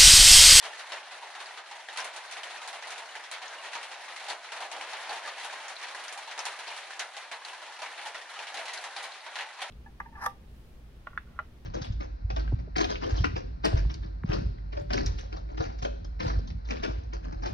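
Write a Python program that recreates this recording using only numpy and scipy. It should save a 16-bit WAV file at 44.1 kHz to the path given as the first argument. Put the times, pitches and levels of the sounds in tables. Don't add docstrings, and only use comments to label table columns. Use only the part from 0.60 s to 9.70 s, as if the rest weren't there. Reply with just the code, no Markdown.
import sys
import numpy as np
from scipy import signal
from scipy.fft import rfft, irfft, next_fast_len
from scipy.io import wavfile

SR = 44100
rng = np.random.default_rng(int(sys.argv[2]) if len(sys.argv) > 2 else 0)


def generate_wav(signal):
    frames = np.transpose(np.atleast_2d(signal))
    scaled = np.clip(frames, -1, 1) * 32767
    pcm = np.round(scaled).astype(np.int16)
    wavfile.write(sys.argv[1], SR, pcm)


N = 401310
LEAD = SR // 4

# t/s, wash level/dB, boom/dB, splash/dB (low and high tone controls), panel note f/Hz
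BIG_DROPS = [(0.0256, -28, -14, -15, 1080), (0.0394, -30.5, -9, -13, 847), (0.0524, -26.5, -10.5, -14, 697),
             (0.194, -29, -22, -14, 1170), (0.3018, -33, -9, -24, 925), (0.3202, -22.5, -12, -18, 963),
             (0.625, -35.5, -3.5, -32, 944), (0.7517, -31.5, -13, -17, 830), (0.8025, -29, -10, -18, 1064),
             (0.9744, -30.5, -11, -18, 1200), (1.112, -31, -13, -18, 940), (1.14, -48, -3, -26, 900),
             (1.2855, -32, -8, -18, 885), (1.328, -32.5, -15, -12, 920), (1.36, -28, -11, -17, 874),
             (1.3728, -23, -15.5, -8, 1010), (1.3846, -21.5, -11.5, -24, 1036), (1.401, -31, -10, -12, 904),
             (1.4434, -23.5, -13, -12, 880), (1.538, -35.5, -6, -8, 910),
             (1.5623, -27.5, -10.5, -10.5, 700), (1.7115, -30, -15, -8, 1004), (1.7234, -30, -16, -11, 813),
             (1.7684, -29, -8.5, -18, 777), (1.8326, -26.5, -12, -15, 680), (1.9355, -44, -18, -25, 865),
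             (2.018, -32, -11, -12, 918), (2.0762, -26.5, -14.5, -10.5, 810),
             (2.1294, -29, -10.5, -17, 810), (2.145, -33, -12, -20, 900), (2.2245, -28.5, -12, -18, 940),
             (2.271, -31.5, -11, -11, 892), (2.3043, -30, -13, -7, 1040), (2.3184, -30, -12, -13, 760),
             (2.379, -30.5, -12, -11.5, 947), (2.42, -40, -1, -17, 900), (2.5528, -28.5, -7.5, -16, 820),
             (2.638, -32, -25, -17, 895), (2.7132, -25.5, -13.5, -10, 1290), (2.7374, -27, -15, -22, 810),
             (2.817, -31, -19, -18, 900), (2.8245, -29.5, -10, -17, 710), (3.0364, -37, -4, -9, 950),
             (3.1314, -24, -21, -16, 870), (3.1522, -26.5, -8, -18, 970), (3.212, -35, -21, -19, 920),
             (3.2297, -27.5, -20, -12, 1140), (3.316, -30.5, -15, -17, 900), (3.395, -39, -12, -18, 915),
             (3.4815, -29, -11.5, -20, 884), (3.5618, -28, -26, -14, 800), (3.5982, -29, -13, -15, 813),
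             (3.641, -33.5, -7.5, -10, 923), (3.664, -33, -22, -16, 900), (3.6844, -27.5, -6, -10, 800),
             (3.6968, -30, -2.5, -12, 790), (3.7008, -24, -19, -12, 984), (3.845, -31.5, -14, -17, 924),
             (3.9193, -25.5, -10.5, -14.5, 872), (3.9632, -29, -8, -18, 955), (4.0044, -28, -6, -14, 697),
             (4.0234, -29.5, -5, -15, 773), (4.115, -26, -12, -15, 700), (4.122, -33, -4, -19, 900),
             (4.1288, -34.5, -3.5, -17, 937), (4.1644, -32.5, -1, -17, 781), (4.2108, -27, -9, -14, 794),
             (4.294, -31, -18, -14, 905), (4.3134, -34.5, -7, -9, 696), (4.3331, -25, -10, -21, 888),
             (4.4293, -34, -7.5, -16, 707), (4.4927, -26, -2.5, -17, 819), (4.5074, -29, -14, -18, 830),
             (4.5294, -28, -7, -10.5, 785), (4.5584, -27, -10, -17, 820), (4.6364, -32, -6, -15, 922),
             (4.6604, -32, -8, -12, 910), (4.6752, -27.5, -10, -15, 1170), (4.7814, -29, -23, -15, 796),
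             (4.798, -31, -17, -13, 935), (4.8314, -29, -10, -12, 845), (4.8454, -26.5, -11.5, -11, 860),
             (4.9275, -31.5, -2.5, -12, 967), (5.0014, -31.5, -12, -17, 897), (5.081, -31, -23, -9.5, 1110),
             (5.214, -28.5, -14, -18, 1180), (5.228, -26.5, -13, -16, 974), (5.2685, -32, -16, -15, 980),
             (5.285, -30, -14, -15, 890), (5.3103, -33.5, -7.5, -13, 1004),
             (5.3468, -29.5, -9.5, -13, 1010), (5.397, -39, -6, -9, 900), (5.438, -32, -13, -8.5, 880),
             (5.4804, -28.5, -22, -13, 830), (5.525, -32.5, -9.5, -4, 1187), (5.5754, -27, -11.5, -12, 925),
             (5.61, -40, -8, -19, 920), (5.676, -31.5, -11.5, -16, 936), (5.712, -29, -16, -16, 910),
             (5.7773, -25.5, -9, -13, 811), (5.7904, -24, -17, -12, 814), (5.8531, -22, -13.5, -7.5, 787),
             (5.8658, -27, -7.5, -29, 967), (5.9895, -27.5, -12.5, -13, 805), (6.0764, -30, -7, -14, 950),
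             (6.1016, -30.5, -26, -20, 910), (6.164, -30, -23, -10.5, 890), (6.1774, -29, -16, -15, 980),
             (6.3061, -32.5, -29, -13, 915), (6.3936, -20, -14, -13, 732), (6.525, -50, -12, -12, 910),
             (6.567, -28, -11, -11.5, 805), (6.612, -45, -21, -7, 900), (6.7146, -24, -12, -16.5, 668),
             (6.8483, -29.5, -14, -13, 712), (6.8833, -35, -6.5, -10, 1030), (6.9321, -32, -17, -15, 947),
             (7.018, -32, -10, -19, 1003), (7.065, -35, -9, -15, 907), (7.123, -36, -25, -14, 875),
             (7.19, -35, -11, -13, 920), (7.219, -24, -11.5, -18.5, 642), (7.2599, -31.5, -12, -16, 760),
             (7.305, -37, -11, -22, 908), (7.3781, -29.5, -11, -25, 748), (7.414, -33, -23, -14, 935),
             (7.4532, -32, -10, -11, 823), (7.459, -29.5, -7, -14, 807), (7.4694, -32.5, -20, -9, 860),
             (7.5457, -27.5, -11, -17, 658), (7.739, -33.5, -16, -15, 910), (7.7895, -27, -10, -18, 924),
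             (7.824, -27.5, -16, -18, 945), (7.8684, -28.5, -20, -19, 780), (7.9423, -25.5, -8.5, -14, 796),
             (7.9724, -22.5, -14.5, -20, 798), (7.9904, -28.5, -8, -16, 670),
             (8.0551, -27.5, -15, -15, 775), (8.0815, -25.5, -18, -17, 674),
             (8.1339, -26, -15.5, -8.5, 964), (8.1738, -28.5, -9, -14, 748), (8.211, -37, -18, -7, 880),
             (8.2397, -25.5, -11.5, -14, 712), (8.3628, -25.5, -11.5, -15, 748),
             (8.3884, -29.5, -20, -20, 845), (8.4264, -35, -5, -3, 814), (8.4392, -26.5, -14, -17, 1010),
             (8.535, -35, -16, -21, 890), (8.6637, -30.5, -9.5, -21, 934), (8.756, -23.5, -14.5, -17, 950),
             (8.7874, -22.5, -19, -21, 880), (8.8084, -25.5, -10.5, -19, 837), (8.905, -37, -17, -27, 870),
             (8.989, -31, -15, -20, 1003), (9.0064, -29, -21, -16, 760), (9.0174, -23, -11.5, -15, 790)]
def contact_clicks(big):
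    hits = np.repeat(big, 12, axis=0)
    draw = rng.random((len(hits), 2))
    slot = np.arange(len(hits)) % 12
    hz = 800 * 13 ** ((slot + draw[:, 0]) / 12)
    tilt_db = 4 * np.log2(hz / 2000)
    db = drop_level_db(hz, hits) + curve(ROOF_EQ, hz) + 1 + tilt_db + 8 * (draw[:, 1] - .5)
    onset, t60 = hits[:, 0], 0.0036 + 6.3 / hz
    click = rings(onset, hz, db, t60, rise=0.00038, size=900)
    echo = rings(onset + 0.0135, hz, db - 7, 2 * t60, rise=0.0013, size=900)
    return low_cut(click + echo, 620, slope=6)


def panel_notes(big):
    onset, low_hz, wash_db, boom_db = np.repeat(big[:, [0, 4, 1, 2]], 3, axis=0).T
    detune, uneven, pitch = rng.standard_normal((len(onset), 3)).T
    low_db = wash_db + boom_db - 6.5 + 3 * uneven
    low = rings(onset, low_hz * (1 + 0.04 * detune), low_db, t60=0.14, rise=0.0037, size=4000)
    high_hz = 2600 * 2.8 ** np.tanh(pitch)
    high_db = wash_db + curve(ROOF_EQ, high_hz) - 4.5
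    high = rings(onset, high_hz, high_db, t60=0.038, rise=0.00079, size=2500)
    return low_cut(low + high, 560, slope=6)


# f/Hz, relative level/dB
ROOF_EQ = [(15, -78), (25, -24), (158, -37), (220, -34.5), (299, -23.5), (511, -15), (690, -8), (811, -7.5),
           (980, -7.5), (1130, -11), (1840, -8), (2200, -9.5), (3500, -12.5), (4300, -13), (4900, -19),
           (5500, -18.5), (6000, -21), (6600, -20.5), (7300, -25.5), (8000, -26), (8700, -25), (10000, -26),
           (12000, -29.5)]
# f/Hz, t60/s, build-up/s, early burst level/dB
WASH_ENVELOPE = [(150, 0.092, 0.025, -13), (400, 0.15, 0.016, -3), (700, 0.28, 0.02, -9),
                 (1930, 0.2, 0.0074, -16), (4640, 0.14, 0.0065, 0), (9800, 0.18, 0.002, -3.5)]
# f/Hz, left-right correlation (1 is mono)
WASH_IMAGE = [(60, 0.95), (130, 0.89), (270, 0.85), (560, 0.96), (1190, 0.84), (2520, 0.76), (5320, 0.041),
              (11200, -0.34)]
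def roof_wash(drops, scatter_db):
    bands_hz = 200 * 2 ** (np.arange(15) * 2 / 5)
    size = next_fast_len(N)
    hz = np.fft.rfftfreq(size, 1 / SR)
    noise = rfft(rng.standard_normal((2, size))) * amp(curve(ROOF_EQ, hz))
    uneven_db = scatter_db[:, None] * rng.standard_normal((len(drops), len(bands_hz)))
    arrival = ((drops[:, 0] + 0.0004) * SR + LEAD).astype(int)
    wash = np.zeros((2, N))
    for k, centre in enumerate(bands_hz):
        t60, build_up, early_db = (curve(WASH_ENVELOPE, centre, column) for column in (1, 2, 3))
        power = amp(2 * (drop_level_db(centre, drops) + uneven_db[:, k] / 2))
        blows = np.bincount(arrival, power, N + LEAD)
        pole = np.exp(-1 / (SR * build_up))
        tail = signal.lfilter([1 - pole], [1, -pole], decay(blows, t60))
        early = amp(early_db) ** 2 * decay(blows, t60=0.041)
        crack = amp(-7) ** 2 * decay(blows, t60=0.007)
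        envelope = np.sqrt((tail + early + crack)[LEAD:N + LEAD])
        crossfade = curve(np.c_[bands_hz, bands_hz == centre], hz)
        wash += envelope * irfft(noise * crossfade, size)[:, :N]
    width = lambda f: np.arccos(curve(WASH_IMAGE, f)) / 2
    mid, side = filtered(amp(7) * wash, lambda f: np.array([np.cos(width(f)), np.sin(width(f))]))
    return np.array([mid + side, mid - side])


# t/s, centre f/Hz, level/dB
CLOSE_TICKS = [(0.3225, 4050, -28), (2.0755, 4730, -36), (3.143, 1900, -28), (3.6855, 4200, -26),
               (4.1152, 9200, -33.5), (4.211, 2580, -26), (5.7775, 4140, -38), (6.5682, 3140, -28),
               (7.4145, 4000, -36), (7.4535, 3020, -30), (7.55, 1580, -23), (8.1375, 5460, -30),
               (8.364, 4240, -26), (8.442, 4320, -42), (0.8586, 4280, -29.5), (1.2861, 1850, -25),
               (1.2865, 3590, -30), (1.3749, 4140, -24), (1.4028, 5770, -26), (1.7685, 2220, -24),
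               (1.8328, 3100, -23), (2.553, 1930, -27), (2.7135, 8460, -29.5), (2.88, 6050, -32),
               (3.1527, 5930, -29), (3.158, 1150, -25.5), (3.7011, 4180, -20), (3.563, 3800, -35),
               (3.922, 2360, -35), (4.4945, 4200, -25), (5.082, 6250, -30), (5.1647, 4070, -28),
               (5.348, 1740, -25), (5.4815, 5540, -28), (5.5264, 8140, -32), (5.791, 5670, -20.5),
               (5.8537, 6250, -25), (6.0776, 5050, -27), (6.307, 1880, -27), (6.3938, 6370, -23),
               (6.726, 1750, -31), (6.8494, 4200, -26), (6.884, 2940, -26), (7.2605, 2200, -26),
               (7.7914, 2550, -24), (7.877, 3830, -29), (7.9434, 6720, -34), (8.1755, 4300, -24.5),
               (8.3685, 4400, -28), (8.52, 4000, -30), (8.606, 4060, -33), (8.7565, 2050, -25),
               (9.0185, 3240, -24), (9.019, 9400, -30)]
def close_ticks():
    onset, hz, db = np.repeat(CLOSE_TICKS, 7, axis=0).T
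    draw = rng.random((len(onset), 4))
    snap_hz = hz * (1 + 0.33 * (draw[:, 1] - .5))
    snap = rings(onset + 0.0012 * draw[:, 0], snap_hz, db - 7, t60=0.0079, rise=0.00058, size=800)
    shimmer_hz = hz * (1 + 0.299 * (draw[:, 3] - .5))
    shimmer = rings(onset + 0.012 * draw[:, 2], shimmer_hz, db - 13.5, t60=0.027, rise=0.002, size=2000)
    return snap + shimmer


# t/s, wash level of the faintest drops/dB
SHOWER_RIDE = [(0.0, -45), (1.11, -47.5), (1.98, -44), (2.3, -46), (2.5, -46.5), (2.69, -49), (2.9, -45.5),
               (3.3, -45.5), (3.88, -48.5), (4.38, -43.5), (5.0, -45.5), (5.5, -47), (6.11, -44.5),
               (6.51, -48.5), (6.69, -49.5), (7.0, -47), (7.65, -46.5), (8.24, -46), (8.51, -47),
               (9.1, -48)]
def small_drops():
    draw = rng.random((3100, 5))
    onset = (draw[:, 0] * (N + LEAD) - LEAD) / SR
    wash_db = np.interp(onset, *np.transpose(SHOWER_RIDE)) - 2.5 * np.log(draw[:, 1]).clip(-3.5)
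    boom_db = -11 + 6 * (draw[:, 2] - .5)
    splash_db = -15 + 6 * (draw[:, 3] - .5)
    return np.array([onset, wash_db, boom_db, splash_db, 620 * 1.8 ** draw[:, 4]]).T


def small_taps(small):
    onset, wash_db = small[::4, :2].T
    pitch, strength = rng.random((len(onset), 2)).T
    hz = 750 * 13 ** pitch
    db = wash_db + curve(ROOF_EQ, hz) + 2.5 - 3 * np.log(strength).clip(-3)
    return rings(onset, hz, db, t60=0.099 * (1000 / hz) ** 0.48, rise=0.0012, size=2600)


def faint_ticks(small):
    hz = 1500 * 6.64 ** rng.random(len(small))
    db = small[:, 1] + curve(ROOF_EQ, hz) + rng.normal(9.0, 3.4, len(small))
    return rings(small[:, 0], hz, db, t60=25 / hz, rise=0.00059, size=500)


# t/s, level/dB
LOW_THUMPS = [(0.8, -80), (1.28, -82), (2.07, -85), (2.555, -81), (2.685, -81), (4.2, -64), (4.495, -77),
              (5.345, -78), (5.775, -83), (5.86, -72), (6.375, -72), (6.562, -82), (6.7, -80), (7.45, -71),
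              (7.942, -67), (8.062, -69), (8.355, -79), (9.005, -74)]
def low_thumps():
    onset, db = np.transpose(LOW_THUMPS)
    draw = rng.random((50, 2))
    onset = np.r_[onset, draw[:, 0] * N / SR]
    db = np.r_[db, -94 + 8 * draw[:, 1]]
    hz = 70.5 * 1.6 ** (rng.random(len(onset)) - .5)
    pan = amp([[-0.8], [0.8]])
    return pan * rings(onset, hz, db, t60=0.086, rise=0.0028, size=4000)


def drop_level_db(hz, drops):
    low = np.clip(np.log2(1700 / hz) / 1.2, 0, 1)
    high = np.clip(np.log2(hz / 3500) / 1.24, 0, 1)
    return drops[:, 1] + low * (drops[:, 2] + 10.5) + high * (drops[:, 3] + 16)


def rings(onset, hz, db, t60, rise, size):
    onset, hz, db, t60 = (np.reshape(c, (-1, 1)) for c in (onset, hz, db, t60))
    lag = 7e-5 * (rng.random(onset.shape) - .5)
    where = ((onset * SR).astype(int) + np.arange(size)).ravel()
    ports = []
    for port in (1, -1):
        t = (np.arange(size) / SR - 1e-4 + port * lag).clip(0)
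        envelope = amp(db - 60 * t / t60) * (1 - np.exp(-t / rise))
        ring = envelope * np.sin(2 * np.pi * hz * t)
        ports.append(np.bincount(where, ring.ravel(), N + size)[:N])
    return np.array(ports)


def decay(energy, t60):
    return signal.lfilter([1], [1, -amp(-120 / (SR * t60))], energy)


def amp(db):
    return 10 ** (np.asarray(db) / 20)


def curve(table, hz, column=1):
    columns = np.transpose(table)
    return np.interp(np.log(hz + 1), np.log(columns[0] + 1), columns[column])


def filtered(x, response):
    size = next_fast_len(N + 8192)
    return irfft(rfft(x, size) * response(np.fft.rfftfreq(size, 1 / SR)), size)[..., :N]


def low_cut(x, corner_hz, slope):
    return filtered(x, lambda hz: hz ** slope / (hz ** slope + corner_hz ** slope))


def scene():
    big, small = np.array(BIG_DROPS), small_drops()
    heard = small[small[:, 0] > 0]
    scatter_db = np.repeat([6, 2.5], [len(small), len(big)])
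    rain = roof_wash(np.vstack([small, big]), scatter_db)
    rain += faint_ticks(heard) + close_ticks() + small_taps(heard)
    rain += panel_notes(big) + contact_clicks(big)
    rain = low_cut(rain, 160, slope=4)
    lean_db = lambda hz: np.outer([1, -1], curve([(2000, 0.086), (8000, .5)], hz))
    return filtered(rain, lambda hz: amp(lean_db(hz))) + low_thumps()


def record(dry):
    return filtered(dry, lambda hz: 1 / (1 + (hz / 11060) ** 300))


dry = scene()
out = record(dry)
generate_wav(out)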